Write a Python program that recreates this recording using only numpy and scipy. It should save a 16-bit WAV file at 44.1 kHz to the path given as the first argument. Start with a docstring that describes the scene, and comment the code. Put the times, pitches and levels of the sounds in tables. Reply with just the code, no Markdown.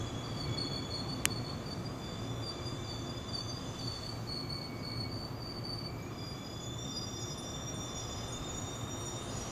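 """Squealing electric train

An electric train brakes slowly beside an open platform, heard from across the tracks.
Stick-slip friction at the brake blocks makes several wheel modes squeal, wavering and often throbbing.
Filtered noise gives rolling rumble, machinery roar, gusts of air hiss and a fizz at the top; narrow
noise bands give hum. Dry ticks close to the microphone are damped modes struck by short blows."""
import sys
import numpy as np
from scipy import signal
from scipy.io import wavfile
from scipy.ndimage import uniform_filter1d

SR = 44100
rng = np.random.default_rng(int(sys.argv[2]) if len(sys.argv) > 2 else 0)


def generate_wav(sig):
    """Save sig (samples, or channels by samples) to the path in sys.argv[1] as 16-bit PCM at SR."""
    pcm = np.round(np.clip(np.atleast_2d(sig).T, -1, 1) * 32767).astype(np.int16)
    wavfile.write(sys.argv[1], SR, pcm)


N = 419391  # length in samples


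def wheels():
    """Superposition: the squeals of all wheel modes add linearly."""
    out = np.zeros(N)
    for s, sound in grabs() + long_squeals() + squeaks():
        add(out, s, sound)
    return out


# One worn block grabs its wheel twice a turn. Levels are before the mix.
# Each row: level of the touch before the grab in dB, first grab in seconds, its pitch in Hz, its level in dB,
# slip in seconds, second grab in seconds, its pitch in Hz, its level in dB, release in seconds,
# pitch at release in Hz.
WHEEL_TURNS = [(-68, .236, 4640, -49, .32, .372, 4560, -40.5, .46, 4460),
               (-58, .573, 4390, -40, .685, .724, 4380, -40.5, .805, 4450),
               (-68, .912, 4380, -40, 1.01, 1.085, 4480, -41.5, 1.165, 4450),
               (-59, 1.295, 4440, -43.5, 1.395, 1.444, 4405, -44, 1.55, 4390),
               (-63, 1.656, 4600, -46, 1.74, 1.842, 4780, -49.5, 1.92, 4790),
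               (-63, 2.038, 4740, -51.5, 2.15, 2.18, 4770, -55, 2.3, 4920),
               (-68, 2.433, 4730, -43, 2.51, 2.631, 4830, -47, 2.72, 4770),
               (-51, 2.875, 4610, -48, 3.03, 3.064, 4750, -49.5, 3.19, 4900),
               (-52, 3.322, 4610, -41, 3.42, 3.452, 4620, -46.5, 3.64, 4850),
               (-52, 3.798, 4530, -43, 3.98, 4.026, 4470, -43, 4.155, 4520),
               (-60, 4.274, 4420, -41, 4.415, 4.487, 4390, -42.5, 4.7, 4450),
               (-58, 4.83, 4430, -43, 5.05, 5.105, 4565, -43, 5.29, 4530),
               (-60, 5.409, 4610, -45, 5.58, 5.638, 4570, -42, 5.88, 4550),
               (-62, 6.18, 4865, -49, 6.35, 6.44, 4930, -50, 6.66, 4900),
               (-56, 6.935, 4915, -46, 7.075, 7.138, 5020, -53, 7.53, 5070),
               (-57, 7.98, 5000, -54, 8.14, 8.151, 5010, -55, 8.49, 5120)]
TURNS_PER_S, SLOWING_PER_S2 = 3.15, .28  # wheel speed at the start, and how fast it falls
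TOUCH_TURN = 0.094  # the touch comes this share of a turn before the grab
TOUCH_HZ, TOUCH_UP = 4800, 1.015  # lowest touch pitch, and least ratio to the grab's pitch
FIRST_GLIDE, FIRST_FADE_DB, SECOND_FADE_DB = .99, 1.5, 6
# A light drag joins the grabs, glides to just above the release pitch and outlasts the release.
DRAG_DB, DRAG_UP, TRAIL_S = -16, 1.01, .09


def grabs():
    """Periodic excitation: each turn brings touch, grab, slip, grab, release; slower turns stretch the touch."""
    played = []
    for touch_db, s, hz, db, slip_s, next_s, next_hz, next_db, end_s, end_hz in WHEEL_TURNS:
        turn_s = 1 / (TURNS_PER_S - SLOWING_PER_S2 * s)
        touch_hz = max(TOUCH_HZ, TOUCH_UP * hz)
        drag_db = max(db, next_db) + DRAG_DB
        played += grab(s - TOUCH_TURN * turn_s, s, touch_hz, .993 * touch_hz, touch_db, 2.3)
        played += grab(s, slip_s, hz, FIRST_GLIDE * hz, db, FIRST_FADE_DB)
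        played += grab(next_s, end_s, next_hz, end_hz, next_db, SECOND_FADE_DB)
        played += grab(s, end_s + TRAIL_S, hz, DRAG_UP * end_hz, drag_db, 5.5)
    return played


def grab(s, end, first_hz, last_hz, db, fade_db):
    """Mode coupling: a grab slides down into its mode, rings out upwards and shakes the upper neighbour mode."""
    end = max(end, s + .04)
    hard = np.clip((5150 - first_hz) / 700, .45, 1)  # hard grabs sit lower and are rougher
    rows = np.array([(s - .015, 1.012 * first_hz, db - 18),
                     (s + 0.012, first_hz, db),
                     (end - .01, last_hz, db - fade_db),
                     (end + 0.042, 1.005 * last_hz, db - fade_db - 23)])
    neighbour = rows * [1, 1.038, 1] - [0, 0, 26 - 15 * hard]
    return [squeal(rows, width_hz=80 * hard, steady=0.21, wobble_hz=28 * hard, octave_db=-20.5),
            squeal(neighbour, width_hz=110, steady=0.11, wobble_hz=30.0, octave_db=-18)]


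# Long squeals of five wheel modes, one inner table a spell. Levels are before any throb and the mix.
# Each row: time in seconds, pitch in Hz, level in dB.
STEADY_MODE = [
    [(0, 3390, -54.5), (.7, 3415, -49), (1.2, 3465, -57.5), (1.9, 3520, -66), (2.07, 3508, -53),
     (3, 3505, -53.5), (4.02, 3493, -57), (4.2, 3530, -73)],
    [(6.06, 3500, -77), (6.17, 3475, -57.5), (6.6, 3460, -54), (6.85, 3560, -49.5), (8.2, 3536, -50),
     (8.6, 3650, -51.5), (9.29, 3660, -51.5), (9.33, 3640, -65), (9.51, 3629, -60)],
]
LOW_MODE = [
    [(0, 2330, -70), (.55, 2264, -56.5), (.9, 2300, -64), (1.8, 2338, -70), (2.6, 2338, -64.5),
     (3.3, 2336, -72)],
    [(4.05, 2336, -67), (4.6, 2256, -57), (5.05, 2260, -60), (5.25, 2256, -81), (5.55, 2260, -68),
     (6.1, 2335, -60), (6.5, 2345, -65), (6.9, 2345, -84), (7.7, 2348, -68), (9, 2350, -76)],
]
SHARP_MODE = [
    [(2.18, 5900, -72), (2.36, 5770, -64), (2.55, 5700, -73)],
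    [(6.05, 5673, -80), (6.14, 5670, -70), (6.76, 5620, -70), (6.8, 5670, -56), (7, 5712, -50),
     (8.1, 5700, -52), (8.45, 5730, -65), (8.53, 5725, -54), (8.75, 5740, -50.5), (8.86, 5720, -60),
     (8.92, 5750, -50), (9.1, 5720, -46), (9.25, 5730, -62), (9.4, 5740, -48), (9.51, 5760, -50)],
]
THIN_MODE = [
    [(2.5, 6200, -72), (2.68, 6150, -62), (3.2, 6120, -70), (3.5, 6220, -54), (3.64, 6380, -71),
     (3.7, 6150, -61), (3.9, 6100, -68)],
    [(6.1, 6200, -77), (6.7, 6120, -62), (7, 6200, -77), (7.25, 6150, -66), (7.6, 6200, -79),
     (7.85, 6240, -67), (8.35, 6200, -67), (8.46, 6280, -78), (8.65, 6300, -68), (9, 6300, -94)],
]
HIGH_MODE = [
    [(6.1, 6860, -69), (6.77, 6820, -58.5), (6.95, 6840, -80)],
    [(7.6, 6840, -77), (7.78, 6800, -57), (7.92, 6840, -70)],
    [(8.42, 6820, -70), (8.5, 6840, -53), (8.8, 6840, -55), (9.15, 6960, -61), (9.37, 6890, -51),
     (9.5, 6860, -73)],
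]


def long_squeals():
    """Modal vibration: each wheel mode has its own flutter and octave, and all but the low one throb."""
    played = []
    for rows in STEADY_MODE:
        rows = throbbing(rows, depth_db=0.2, swell_s=0.03)
        played += [squeal(rows, width_hz=101, steady=0.47, wobble_hz=12.3, octave_db=-5.5)]
    for rows in LOW_MODE:
        played += [squeal(rows, width_hz=55, steady=0.36, wobble_hz=19.3, octave_db=-25)]
    for rows in SHARP_MODE:
        rows = throbbing(rows, depth_db=2.0, swell_s=0.01)
        played += [squeal(rows, width_hz=43, steady=0.76, wobble_hz=7.7, octave_db=-23.5)]
    for rows in THIN_MODE:
        rows = throbbing(rows, depth_db=3, swell_s=0.038)
        played += [squeal(rows, width_hz=120, steady=0.4, wobble_hz=22, octave_db=-28)]
    for rows in HIGH_MODE:
        rows = throbbing(rows, depth_db=5, swell_s=.022)
        played += [squeal(rows, width_hz=51, steady=0.59, wobble_hz=16.0, octave_db=-30)]
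    return played


# Short squeaks of the wheels. Levels are before the mix.
# Each row: start in seconds, starting level in dB, starting pitch in Hz, length in seconds.
SHORT_SQUEAKS = [(0.06, -54, 4770, 0.049), (2.3, -74, 3950, .2), (5.89, -65, 4530, 0.42),
                 (5.977, -53, 4860, 0.044), (6.021, -54, 6700, .07), (6.293, -64, 9230, .05),
                 (6.937, -70, 9000, .04), (7.08, -58, 6870, .05), (7.192, -65, 9000, 0.033),
                 (7.207, -47, 6730, 0.069), (7.373, -50, 9700, 0.036), (7.42, -64, 9000, .07),
                 (7.738, -56.5, 8780, .057), (7.822, -65, 8880, .11), (7.947, -47, 6740, .07),
                 (7.968, -65, 9080, .048), (8.09, -54, 6790, 0.086), (8.273, -58.5, 8880, .1),
                 (8.3, -64, 9550, 0.055), (8.32, -42.5, 6700, 0.066), (8.48, -67, 4640, 0.39),
                 (8.547, -68, 8670, 0.41), (8.69, -64, 9000, 0.23), (8.965, -57.5, 8900, .33),
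                 (8.995, -66, 4420, 0.21), (9.009, -68, 8570, 0.24), (9.097, -60, 5230, .08),
                 (9.218, -60, 9580, .2), (9.27, -59, 4950, 0.26), (9.3, -62, 5140, .2),
                 (9.28, -62, 6500, 0.26), (9.33, -63, 4450, 0.18)]


def squeaks():
    """Brief stick-slip: each squeak rises slightly in pitch as its level falls."""
    played = []
    for s, db, hz, length in SHORT_SQUEAKS:
        rows = [(s, hz, db), (s + length, 1.004 * hz, db - 7)]
        played += [squeal(rows, width_hz=45, steady=0.79, wobble_hz=21, octave_db=-40)]
    return played


def throbbing(rows, depth_db, swell_s):
    """Amplitude modulation: the level, set every 10 ms, swells and dips at random as the grip changes."""
    s, hz, db = np.transpose(rows)
    t = np.arange(s[0], s[-1], .01)
    shape = np.exp(-(np.arange(-30, 31) / 100 / swell_s) ** 2)
    swell = evened(signal.convolve(rng.standard_normal(len(t)), shape, "same"))
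    return np.transpose([t, np.interp(t, s, hz), np.interp(t, s, db) + depth_db * swell])


def squeal(rows, width_hz, steady, wobble_hz, octave_db):
    """Stick-slip oscillation: a mode kept ringing flutters, and its octave grows faster than the tone."""
    s, hz, db = np.transpose(rows)
    t = np.arange(s[0], s[-1], 1 / SR)
    kicks = abs(drift(41.0, size=len(t))) ** 2 - 1  # slips kick the pitch upwards
    pitch = np.interp(t, s, hz) + wobble_hz * kicks
    phasor = np.exp(2j * np.pi * (np.cumsum(pitch) / SR + rng.random()))
    steady = np.clip(steady, 0, 1)  # share of power that does not flutter
    swing = np.sqrt(steady) + np.sqrt(1 - steady) * drift(width_hz, size=len(t))  # grip comes and goes
    wave = gain_of(np.interp(t, s, db)) * swing * phasor
    # square law, levelling off when loud
    octave = gain_of(octave_db) * wave ** 2 / (abs(wave) + gain_of(-55.5))
    fade = signal.windows.tukey(len(t), min(0.015 * SR / len(t), 1))
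    return s[0], np.sqrt(2) * (wave + octave).real * fade


# Modes of a small hard part. Each row: frequency in Hz, width in Hz, relative level in dB.
SNAP_MODES = [(2000, 1700, 5.5), (3150, 390, -4.5), (4060, 380, -15.5), (6800, 1100, 2), (9350, 1900, 2),
              (13300, 1400, -7)]
# Each row: start of the tick in seconds, peak level in dB.
TICK_TIMES = [(1.2543, -4.3), (5.757, -46), (6.003, -45)]


def tick():
    """Impulse response: a lead-in touch, a blow and a faint rattle ring a few damped modes of a small part."""
    t = np.arange(600) / SR
    ring = np.zeros(len(t))
    for k, (hz, width, db) in enumerate(SNAP_MODES):
        ring += (-1) ** k * gain_of(db) * np.exp(-np.pi * width * t) * np.sin(2 * np.pi * hz * t)
    rattle = rng.standard_normal(len(t)) * (rng.random(len(t)) < .2)
    blows = gain_of(-19 - 60 * t / .012) * rattle
    blows[:17], blows[17] = 0, 1  # the blow
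    blows[0] = gain_of(-16)  # the touch before it
    highpass = signal.butter(2, 1100, "high", fs=SR)  # the part is too small for bass
    sound = signal.lfilter(*highpass, np.convolve(blows, ring))
    out = np.zeros(N)
    for s, db in TICK_TIMES:
        out[round(s * SR):][:len(sound)] = gain_of(db) * sound / abs(sound).max()
    return out


def canopy(x):
    """Reflection: platform wall and roof return sparse echoes, decaying 60 dB in 0.35 s."""
    taps = np.zeros(SR // 2)
    at = np.arange(300, len(taps) - 22, 22)
    at = at + rng.integers(0, 22, len(at))  # one echo at random in each 22 samples
    taps[at] = rng.choice([-1., 1.], len(at)) * gain_of(-60 * at / SR / .35)
    return signal.fftconvolve(x, taps / np.linalg.norm(taps))[:N]


# Levels of the background. Each row: time in seconds, deep rumble in dB, rumble in dB, machinery roar in dB,
# air hiss in dB, top fizz in dB.
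BED_LEVELS = [(0, -47, -42.5, -48, -69, -78), (.7, -66, -41.5, -48.5, -71.5, -75.5),
              (2.2, -51, -44, -49.5, -71.5, -77), (3.45, -52, -44, -50, -71.5, -77),
              (3.92, -50, -46.5, -49.5, -67.5, -75), (4.4, -57, -45, -51, -74, -73.5),
              (5.9, -54, -45.5, -51, -76.5, -73.5), (6.7, -76, -45, -52, -73.5, -73.5),
              (7.4, -58, -44.5, -50.5, -72.5, -73), (8.25, -45.5, -46.5, -48.5, -70, -74),
              (8.98, -56, -44.5, -48.5, -71.5, -71), (9.3, -52, -45, -48, -66.5, -74),
              (9.51, -51, -45, -47.5, -63.5, -78)]
# Noise colours of these five layers. Each row: frequency in Hz, relative spectral level in dB per Hz.
DEEP_COLOUR = [(20, -22), (40, -10), (60, -2), (80, 3), (100, -4), (130, -25)]
RUMBLE_COLOUR = [(50, -37), (85, -6.5), (118, 1.5), (162, -9), (262, -7), (318, -14), (350, -10),
                 (377, -16.5), (500, -18.5), (650, -46), (1100, -120)]
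ROAR_COLOUR = [(210, -27), (350, -5.5), (472, -5), (676, -3.5), (912, -9.5), (1200, -6), (1460, -14.5),
               (2300, -18.5), (2530, -21), (4100, -30.5), (5330, -46), (9020, -120)]
AIR_COLOUR = [(1400, -18), (2000, -14.5), (3000, 1), (4000, 0), (5400, -3), (6500, 2), (7400, -1.5),
              (8000, -9.5), (9800, -13), (11000, -14.5), (12000, -25), (14300, -28)]
FIZZ_COLOUR = [(9000, -22), (11200, -13), (12500, -3), (13000, -7), (13400, -4.5), (14400, 0)]


def bed():
    """Broadband noise: rolling rumble, the roar of blowers, air hiss and top fizz, with hum added."""
    s, *levels = np.transpose(BED_LEVELS)
    t = np.arange(N) / SR
    deep, rumble, roar, air, fizz = (gain_of(np.interp(t, s, db)) for db in levels)
    out = rumble * hiss(RUMBLE_COLOUR, 95, 400, patchy_db=0.84) + hum()
    out += deep * hiss(DEEP_COLOUR, 40, 95, patchy_db=1.2)
    out += roar * hiss(ROAR_COLOUR, 500, 2160, patchy_db=0.53)
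    out += air * hiss(AIR_COLOUR, 7428, 8900, patchy_db=2.0)
    return out + fizz * hiss(FIZZ_COLOUR, 12600, 14100, patchy_db=2.5)


# Machinery hum. Each row: frequency in Hz, width in Hz, amplitude in dB as reached at 4 s.
HUM_BANDS = [(114.3, 9.2, -46), (264.7, 9.3, -54), (351.3, 3.4, -55), (1051, 53, -64.5)]


def hum():
    """Narrowband noise: slow complex drift modulates each carrier into a wavering tone."""
    t = np.arange(N) / SR
    out = np.zeros(N)
    for hz, width, db in HUM_BANDS:
        out += gain_of(db) * (drift(width, size=N) * np.exp(2j * np.pi * hz * t)).real
    return out * gain_of(2 - .5 * t)  # the hum sinks as the train slows


def side_hiss():
    """Decorrelation: treble hiss of opposite sign on the two sides makes them differ a little."""
    colour = [(4000, -32), (7000, -3), (10000, 3.5), (14300, 1)]  # (Hz, relative dB per Hz)
    return gain_of(-77.5) * hiss(colour, 4000, 14300, patchy_db=1.5)


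def hiss(spectrum, lo_hz, hi_hz, patchy_db):
    """Spectral shaping: coloured noise with drifting patches, rms about 1 between lo_hz and hi_hz."""
    frames, hz = N // 256 + 5, np.fft.rfftfreq(1024, 1 / SR)
    a, b, patches = rng.standard_normal((3, frames, 513)).transpose(0, 2, 1)
    patches = uniform_filter1d(patches, size=10, axis=0)  # smooth over frequency
    patches = evened(uniform_filter1d(patches, size=12, axis=1))  # and over time
    f, db = np.transpose(spectrum)
    colour = gain_of(np.interp(np.log(hz + 1), np.log(f), db, -120, -120))
    in_band = (hz > lo_hz) & (hz < hi_hz)
    share = np.sqrt(np.sum(colour[in_band] ** 2) / np.sum(colour ** 2))
    z = (a + 1j * b) * colour[:, None] * gain_of(patchy_db * patches)
    return evened(signal.istft(z, nperseg=1024, noverlap=768)[1][:N]) / share


def drift(width_hz, size):
    """Lowpass filtering: complex noise around zero frequency with steep skirts, rms 1."""
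    z = rng.standard_normal(size + 2000) + 1j * rng.standard_normal(size + 2000)
    lowpass = signal.butter(2, abs(width_hz) / 2, fs=SR, output="sos")
    return evened(signal.sosfilt(lowpass, z)[-size:])


def gain_of(db):
    """Logarithmic level: decibels to an amplitude factor."""
    return 10 ** (np.asarray(db) / 20)


def evened(x):
    """Normalisation: scales to rms 1."""
    return x / np.sqrt(np.mean(abs(x) ** 2) + 1e-20)


def add(mix, s, sound):
    """Superposition: mixes a sound in from s seconds."""
    part = mix[round(s * SR):][:len(sound)]
    part += sound[:len(part)]


def scene():
    """Mid and side: everything arrives from the middle; only treble hiss differs between the sides."""
    squeals = wheels()
    mid = gain_of(-0.5) * squeals + gain_of(-8) * canopy(squeals) + bed() + tick()
    side = side_hiss()
    return np.array([mid + side, mid - side])


def record(dry):
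    """Band limiting: a linear-phase lowpass removes what lies above 14.3 kHz."""
    lowpass = signal.firwin(511, 14300, window=("kaiser", 9), fs=SR)
    return signal.oaconvolve(dry, lowpass[None], "same")


dry = scene()
out = record(dry)
generate_wav(out)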